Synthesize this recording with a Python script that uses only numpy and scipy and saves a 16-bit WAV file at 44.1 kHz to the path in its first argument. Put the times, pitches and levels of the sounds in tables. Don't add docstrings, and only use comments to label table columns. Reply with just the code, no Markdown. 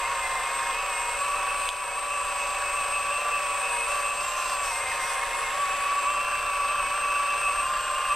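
import sys
import numpy as np
from scipy import signal
from scipy.fft import rfft, irfft, next_fast_len
from scipy.io import wavfile
from scipy.ndimage import uniform_filter1d

SR = 44100
rng = np.random.default_rng(int(sys.argv[2]) if len(sys.argv) > 2 else 0)


def transcribe(signal):
    frames = np.atleast_2d(signal).T
    limited = np.clip(frames, -1, 1)
    pcm = np.round(limited * 32767).astype(np.int16)
    wavfile.write(sys.argv[1], SR, pcm)


N = 359415
CONTROL_HZ, CRUISE_HZ = 400, 54
TIME, STEPS = np.arange(N) / SR, np.arange(3400) / CONTROL_HZ


# order, relative_db
HIGH_ORDERS = [(46, -8), (47, 2), (48, -6.5), (49, 4), (50, -35), (51, 0)]
# order, relative_db
WEAK_ORDERS = [(7, -24), (8.5, -22), (9, -19), (10, -16), (10.5, -11.5), (11, -11.5), (13, -15),
               (14.5, -13), (15.5, -8.5), (18, -7.5), (20, -6), (24.5, -5.5), (56, -13)]
def gear_pump(turns, load_hz, main_db, second_db, high_db, housing_db, turned):
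    steep = lambda hz: resonance(hz) ** 1.6
    ring = lambda x, window_s: steadied(filtered(x, steep), window_s)
    octave_db = -47 - 2.5 * (load_hz - CRUISE_HZ) + 3.5 * turned
    overspeed_db = -5 * np.maximum(load_hz - 55.8, 0)
    out = amp(main_db) * ring(shaft_tone(turns, order=21, flutter_db=2), window_s=1 * .76)
    out += amp(second_db) * ring(shaft_tone(turns, order=18.5, flutter_db=3), window_s=1)
    out += amp(octave_db) * ring(shaft_tone(turns, order=42, flutter_db=3.5), window_s=.18)
    high = sum(amp(db) * shaft_tone(turns, order, flutter_db=1) for order, db in HIGH_ORDERS)
    out += amp(high_db + overspeed_db) * ring(high, window_s=.23)
    low_db = 2.3 * (main_db + 27) - 62
    out += amp(low_db) * shaft_tone(turns, order=5, flutter_db=2)
    weak = sum(amp(db + (3.5 if order > 16 else -1) * turned) * shaft_tone(turns, order, flutter_db=3)
               for order, db in WEAK_ORDERS)
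    return out + amp(housing_db - 7) * filtered(weak, resonance)


def shaft_tone(turns, order, flutter_db):
    phase = 2 * np.pi * (order * turns + rng.random())
    lead = upsample(.0039 * order * drift(1.05))
    flutter = upsample(amp(flutter_db * drift(26.5)))
    return np.sqrt(2) * flutter * np.cos([phase + lead, phase - lead])


# start_s, shaft_speed_hz
VALVE_MOVES = [(0.0, 51.0), (.2, 50.1), (.46, 51.3), (.78, 53.3), (.89, 51.2), (1.17, 53.8), (1.86, 51.8),
               (1.96, 54.4), (2.3, 53.5), (2.78, 54.2), (3.13, 55.3), (3.38, 53.5), (3.72, 52.1),
               (3.88, 54.8), (4.22, 56.2), (4.53, 54.0), (4.71, 50.4), (5.12, 51.2), (5.54, 53.8),
               (6.12, 55.6), (6.36, 54.5), (6.7, 55.9), (6.79, 53.6), (6.95, 55.7), (7.04, 54.5),
               (7.28, 55.0), (7.62, 57.1), (8.1, 55.8)]
def valve_load(settle_s=.06):
    start_s, speed_hz = np.transpose(VALVE_MOVES)
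    held_hz = speed_hz[np.searchsorted(start_s, STEPS, "right") - 1]
    smooth = lambda x: uniform_filter1d(x, round(settle_s * CONTROL_HZ / 2), mode="nearest")
    return upsample(smooth(smooth(held_hz)))


def shaft_turns(load_hz):
    hunt_band = signal.butter(1, (2.5, 8), "band", fs=CONTROL_HZ)
    hunting_hz = .45 * unit_rms(signal.lfilter(*hunt_band, rng.standard_normal(len(STEPS))))
    jitter_hz = .32 * drift(18)
    return np.cumsum(load_hz + upsample(hunting_hz + jitter_hz)) / SR


# pitch_hz, bandwidth_hz, peak_db
HOUSING_MODES = [(468, 8.7, 14.5), (583.7, 29.5, 10.5), (720, 8.6, 12), (769.5, 12.5, 12), (951, 21, 3.5),
                 (1050, 12, 5.5), (1094, 18, 1), (1147.3, 51, 12.5), (1400, 42, -15), (1570, 370, 3.5),
                 (2080, 53, 5), (2510, 72, 11), (2582, 9, 19), (2694.5, 33, 13), (3100, 23, 0.5),
                 (4780, 42, 5.5), (6000, 57, -18)]
def resonance(hz):
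    peaks = sum(amp(db) ** 2 / (1 + (2 * (hz - pitch) / width) ** 2) for pitch, width, db in HOUSING_MODES)
    return np.sqrt(1 + peaks)


# frequency_hz, density_db
HOUSING_SPECTRUM = [(220, -41), (400, -21.5), (560, -9), (650, -11), (764, -8), (889, -12), (1130, -3.5),
                    (1500, -5.5), (1800, -4.5), (1950, -10), (2900, -8.5), (4200, -14.5), (6100, -16),
                    (7000, -21.5), (9500, -19), (10300, -21), (14300, -27)]
def oil_and_gears(turns, housing_db):
    colour = lambda hz: spectrum(HOUSING_SPECTRUM)(hz) * resonance(hz) ** .85
    cycle = irfft(np.exp(2j * np.pi * rng.random(1025)) * (np.arange(1025) < 260))
    comb = np.interp(turns / 2 % 1, np.arange(2048) / 2048, cycle)
    buzz = unit_rms(filtered(comb, colour))
    angle = 2 * np.pi * turns
    throb = 1 + .076 * np.cos(angle) + .16 * np.cos(angle / 2) + .12 * np.cos(2 * angle)
    rush = throb * noise(colour, DIGGER_COHERENCE, patchy_db=1.5)
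    return amp(housing_db + 3) * rush + amp(housing_db - 2) * buzz


def top_tone(turns, load_hz):
    return amp(-49 + 1.56 * (load_hz - CRUISE_HZ)) * shaft_tone(turns, order=49, flutter_db=5)


# offset_orders, level_db
SIDEBANDS = [(-35, -60), (-28, -65), (-17, -69), (-14, -66), (-9, -67), (-8, -54.5), (-7, -47.5), (-5, -53),
             (-4, -64), (-2, -65), (-1, -64), (0, -57), (2, -61), (3.5, -64), (4, -59), (5, -51),
             (6.5, -61), (7, -40.5), (8, -58), (9, -56), (11, -62), (13, -65), (14, -64), (28, -63)]
# frequency_hz, left_over_right_db
SIDEBAND_PAN = [(7500, -1), (7640, -3), (7750, -3), (8000, -1), (8280, 2), (8390, 4.5), (8500, 2)]
def controller_whine(turns, upper_db, lower_db, chop_hz=8016.6):
    out = np.zeros((2, N))
    for order, db in SIDEBANDS:
        usual_hz = chop_hz + order * CRUISE_HZ
        phase = 2 * np.pi * (chop_hz * TIME + order * turns + rng.random())
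        pan_db = lookup(SIDEBAND_PAN, usual_hz) + 1.7 * drift(.5)
        lead = upsample(lookup(PHASE_LEAD, usual_hz) + .9 * drift(.4))
        level_db = db + 2 * drift(7.7) + 1.8 * drift(1)
        swell = np.sqrt(2) * amp(1 + (upper_db if order > 0 else lower_db))
        out[0] += swell * upsample(amp(level_db + pan_db / 2)) * np.cos(phase + lead / 2)
        out[1] += swell * upsample(amp(level_db - pan_db / 2)) * np.cos(phase - lead / 2)
    return out


# frequency_hz, density_db
RATTLE_SPECTRUM = [(900, -29), (1300, -6), (1650, 10), (1850, -20), (2200, -42), (5000, -28)]
def rattle(turns, turned):
    bursts = np.exp(.6 * np.cos(2 * np.pi * turns) + 1.6 * np.cos(np.pi * turns))
    rush = noise(spectrum(RATTLE_SPECTRUM), DIGGER_COHERENCE, patchy_db=1.5)
    return amp(-42.5) * turned * unit_rms(bursts * rush)


# start_s, end_s
BODY_SWINGS = [(-.25, 0.86), (4.68, 6.05)]
# frequency_hz, density_db
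SWING_SPECTRUM = [(600, -28), (1300, -10), (1750, 5), (2100, 0), (2800, -17), (3500, -5), (4500, -23),
                  (9000, -12), (14000, -37)]
def swing_drive(ease_s=.22):
    running = sum(trapezoid(start, end, ease_s) for start, end in BODY_SWINGS)
    return amp(-39.5) * running * noise(spectrum(SWING_SPECTRUM), DIGGER_COHERENCE, patchy_db=.5)


# start_s, end_s, level_db, whistle_hz
SOIL_SLIDES = [(3.88, 4.02, -45, 6000), (4.2, 4.348, -44.5, 6080), (4.36, 4.562, -41.5, 5960),
               (4.625, 4.8, -41, 5250), (4.88, 4.984, -46.5, 5570), (4.997, 5.153, -42, 5630)]
# frequency_hz, density_db
SOIL_SPECTRUM = [(2500, -13), (4000, -2), (6000, 3), (7200, -1), (9200, 1), (10500, -8), (14300, -9)]
def soil_hiss():
    gusts, whistles = np.zeros((2, N))
    for start, end, db, hz in SOIL_SLIDES:
        gust = amp(db) * trapezoid(start, end, ease_s=.0067)
        age_s = TIME - start
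        phase = 2 * np.pi * hz * age_s * (1 + .17 * age_s)
        gusts += gust
        whistles += gust * (upsample(drift(110)) * np.cos(phase) + upsample(drift(110)) * np.sin(phase))
    return gusts * noise(spectrum(SOIL_SPECTRUM), DIGGER_COHERENCE, patchy_db=3.5) + amp(-10.5) * whistles


# start_s, level_db
BLOWS = [(1.69, -12)]
# pitch_hz, relative_db, t60_s
STRUCK_MODES = [(3260, 8, 0.0034), (6800, -7, .004), (10700, -14, 0.0068), (4480, -19, 0.012),
                (13300, -20, 0.0033)]
def tick():
    out, t = np.zeros(N), np.arange(600) / SR
    ring = sum(amp(db - 60 * t / t60) * np.sin(2 * np.pi * hz * t) for hz, db, t60 in STRUCK_MODES)
    ring *= np.tanh(t / .0004)
    for start_s, db in BLOWS:
        for delay_s, path_db in ((0, -1), (.0107, -9)):
            at = round((start_s + delay_s) * SR)
            out[at:at + len(t)] += amp(db + path_db) * ring / abs(ring).max()
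    return out


# frequency_hz, density_db
ROOM_SPECTRUM = [(12, -30), (20, -2.5), (48, -2), (97, -10), (201, -14.5), (297, -14.5), (405, -13),
                 (450, -17.5), (580, -46), (990, -120)]
# frequency_hz, coherence
ROOM_COHERENCE = [(30, 1), (60, 0.38), (125, 0.49), (250, 0.24), (450, 0.77)]
def workshop(hum_hz=30.0, hum_db=-54):
    hum = np.sqrt(2) * amp(hum_db + upsample(.74 * drift(4.1))) * np.cos(2 * np.pi * hum_hz * TIME)
    return hum + amp(-52.5) * noise(spectrum(ROOM_SPECTRUM), ROOM_COHERENCE, patchy_db=1.5)


# frequency_hz, coherence
DIGGER_COHERENCE = [(400, 0.94), (1000, 1), (2500, 0.98), (4000, 0.85), (8000, 0.32), (13000, 0.8)]
# frequency_hz, left_over_right_db
NOISE_PAN = [(400, 0), (900, -5), (2300, 3.5), (4200, -3), (14200, 1)]
# frequency_hz, left_lead_rad
PHASE_LEAD = [(3500, 0), (6200, .6), (7240, .9), (7600, -.7), (7800, 1.4), (8390, .5), (11000, 0)]
def noise(colour, coherence, patchy_db):
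    frames, hz = N // 512 + 5, np.fft.rfftfreq(2048, 1 / SR)
    real, imag, other_real, other_imag, patches = rng.standard_normal((frames, 1025, 5)).T
    patches = unit_rms(uniform_filter1d(uniform_filter1d(patches, size=12, axis=0), size=8, axis=1))
    shared = lookup(coherence, hz)[:, None]
    left = real + 1j * imag
    right = shared * left + np.sqrt(1 - shared ** 2) * (other_real + 1j * other_imag)
    tilt = (amp(lookup(NOISE_PAN, hz) / 2) * np.exp(.5j * lookup(PHASE_LEAD, hz)))[:, None]
    spectra = np.array([left * tilt, right / tilt]) * colour(hz)[:, None] * amp(patchy_db * patches)
    return unit_rms(signal.istft(spectra, nperseg=2048, noverlap=1536)[1][:, :N])


def drift(rate_hz):
    lowpass = signal.butter(2, rate_hz, fs=CONTROL_HZ)
    return unit_rms(signal.lfilter(*lowpass, rng.standard_normal(len(STEPS))))


def filtered(x, gain):
    size = next_fast_len(N)
    return irfft(rfft(x, size) * gain(np.fft.rfftfreq(size, 1 / SR)), size)[..., :N]


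def steadied(x, window_s):
    return x / np.sqrt(uniform_filter1d((x ** 2).mean(0), size=round(window_s * SR)))


def lookup(points, hz):
    knots_hz, values = np.transpose(points)
    return np.interp(np.log(hz + 1), np.log(knots_hz + 1), values)


def spectrum(points):
    return lambda hz: amp(lookup(points, hz))


def trapezoid(start_s, end_s, ease_s):
    return np.clip(np.minimum(TIME - start_s, end_s - TIME) / ease_s, 0, 1)


def upsample(x):
    return np.interp(TIME, STEPS, x)


def unit_rms(x):
    return x / np.sqrt(np.mean(x ** 2) + 1e-20)


def amp(db):
    return 10 ** (np.asarray(db) / 20)


# time_s, main_db, second_db, high_orders_db, upper_whine_db
TONE_LEVELS = [(0.0, -34.5, -38, -53, -4), (.68, -31.5, -37.5, -42, -2.5), (.78, -38, -39, -35, -7),
               (1.12, -35, -38, -41, 2.5), (1.22, -31.5, -39, -35.5, 2.5), (1.9, -33, -37.5, -36.5, 1),
               (2.3, -32.5, -38.5, -37, -0.5), (3.3, -32, -41, -34, 0.5), (3.8, -33, -38, -33.5, 4),
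               (4.3, -36.5, -38.5, -38, -2.5), (4.62, -37, -36, -40.5, 0.5), (4.8, -34.5, -40.5, -39.5, 3),
               (5.15, -34, -41, -43, -1.5), (5.5, -29, -43, -55, -4.5), (5.62, -30.5, -48, -38, -3),
               (6.05, -27, -39, -35.5, -5), (6.4, -32, -39.5, -36, -3), (6.9, -28, -42.5, -35, -3),
               (7.55, -30, -42, -31.5, 0.5), (7.72, -31, -34.5, -45, -6.5), (8.15, -31.5, -32.5, -35, 0)]
def scene():
    time_s, *levels = np.transpose(TONE_LEVELS)
    main_db, second_db, high_db, upper_db = (np.interp(TIME, time_s, db) for db in levels)
    turned = np.interp(TIME, (5.25, 6.25), (0, 1))
    housing_db = -37.5 - .46 * turned
    load_hz = valve_load()
    turns = shaft_turns(load_hz)
    return (gear_pump(turns, load_hz, main_db, second_db, high_db, housing_db, turned)
            + oil_and_gears(turns, housing_db)
            + controller_whine(turns, upper_db, lower_db=-1.5 * turned)
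            + top_tone(turns, load_hz) + rattle(turns, turned)
            + swing_drive() + soil_hiss() + tick() + workshop())


def record(dry, recovery_db_per_s=4.5, edge_hz=14200):
    sharp = abs(signal.lfilter(*signal.butter(2, [2900, 4200], "band", fs=SR), dry.mean(0)))
    creep_db = TIME * recovery_db_per_s
    trigger_db = 3.5 * (sharp > .09)
    cut_db = np.maximum.accumulate(trigger_db + creep_db) - creep_db
    held = dry / amp(uniform_filter1d(cut_db, size=200, origin=99))
    lowpass = signal.firwin(1023, edge_hz, window=("kaiser", 10), fs=SR)
    return signal.oaconvolve(held, lowpass[None], "same")


dry = scene()
out = record(dry)
transcribe(out)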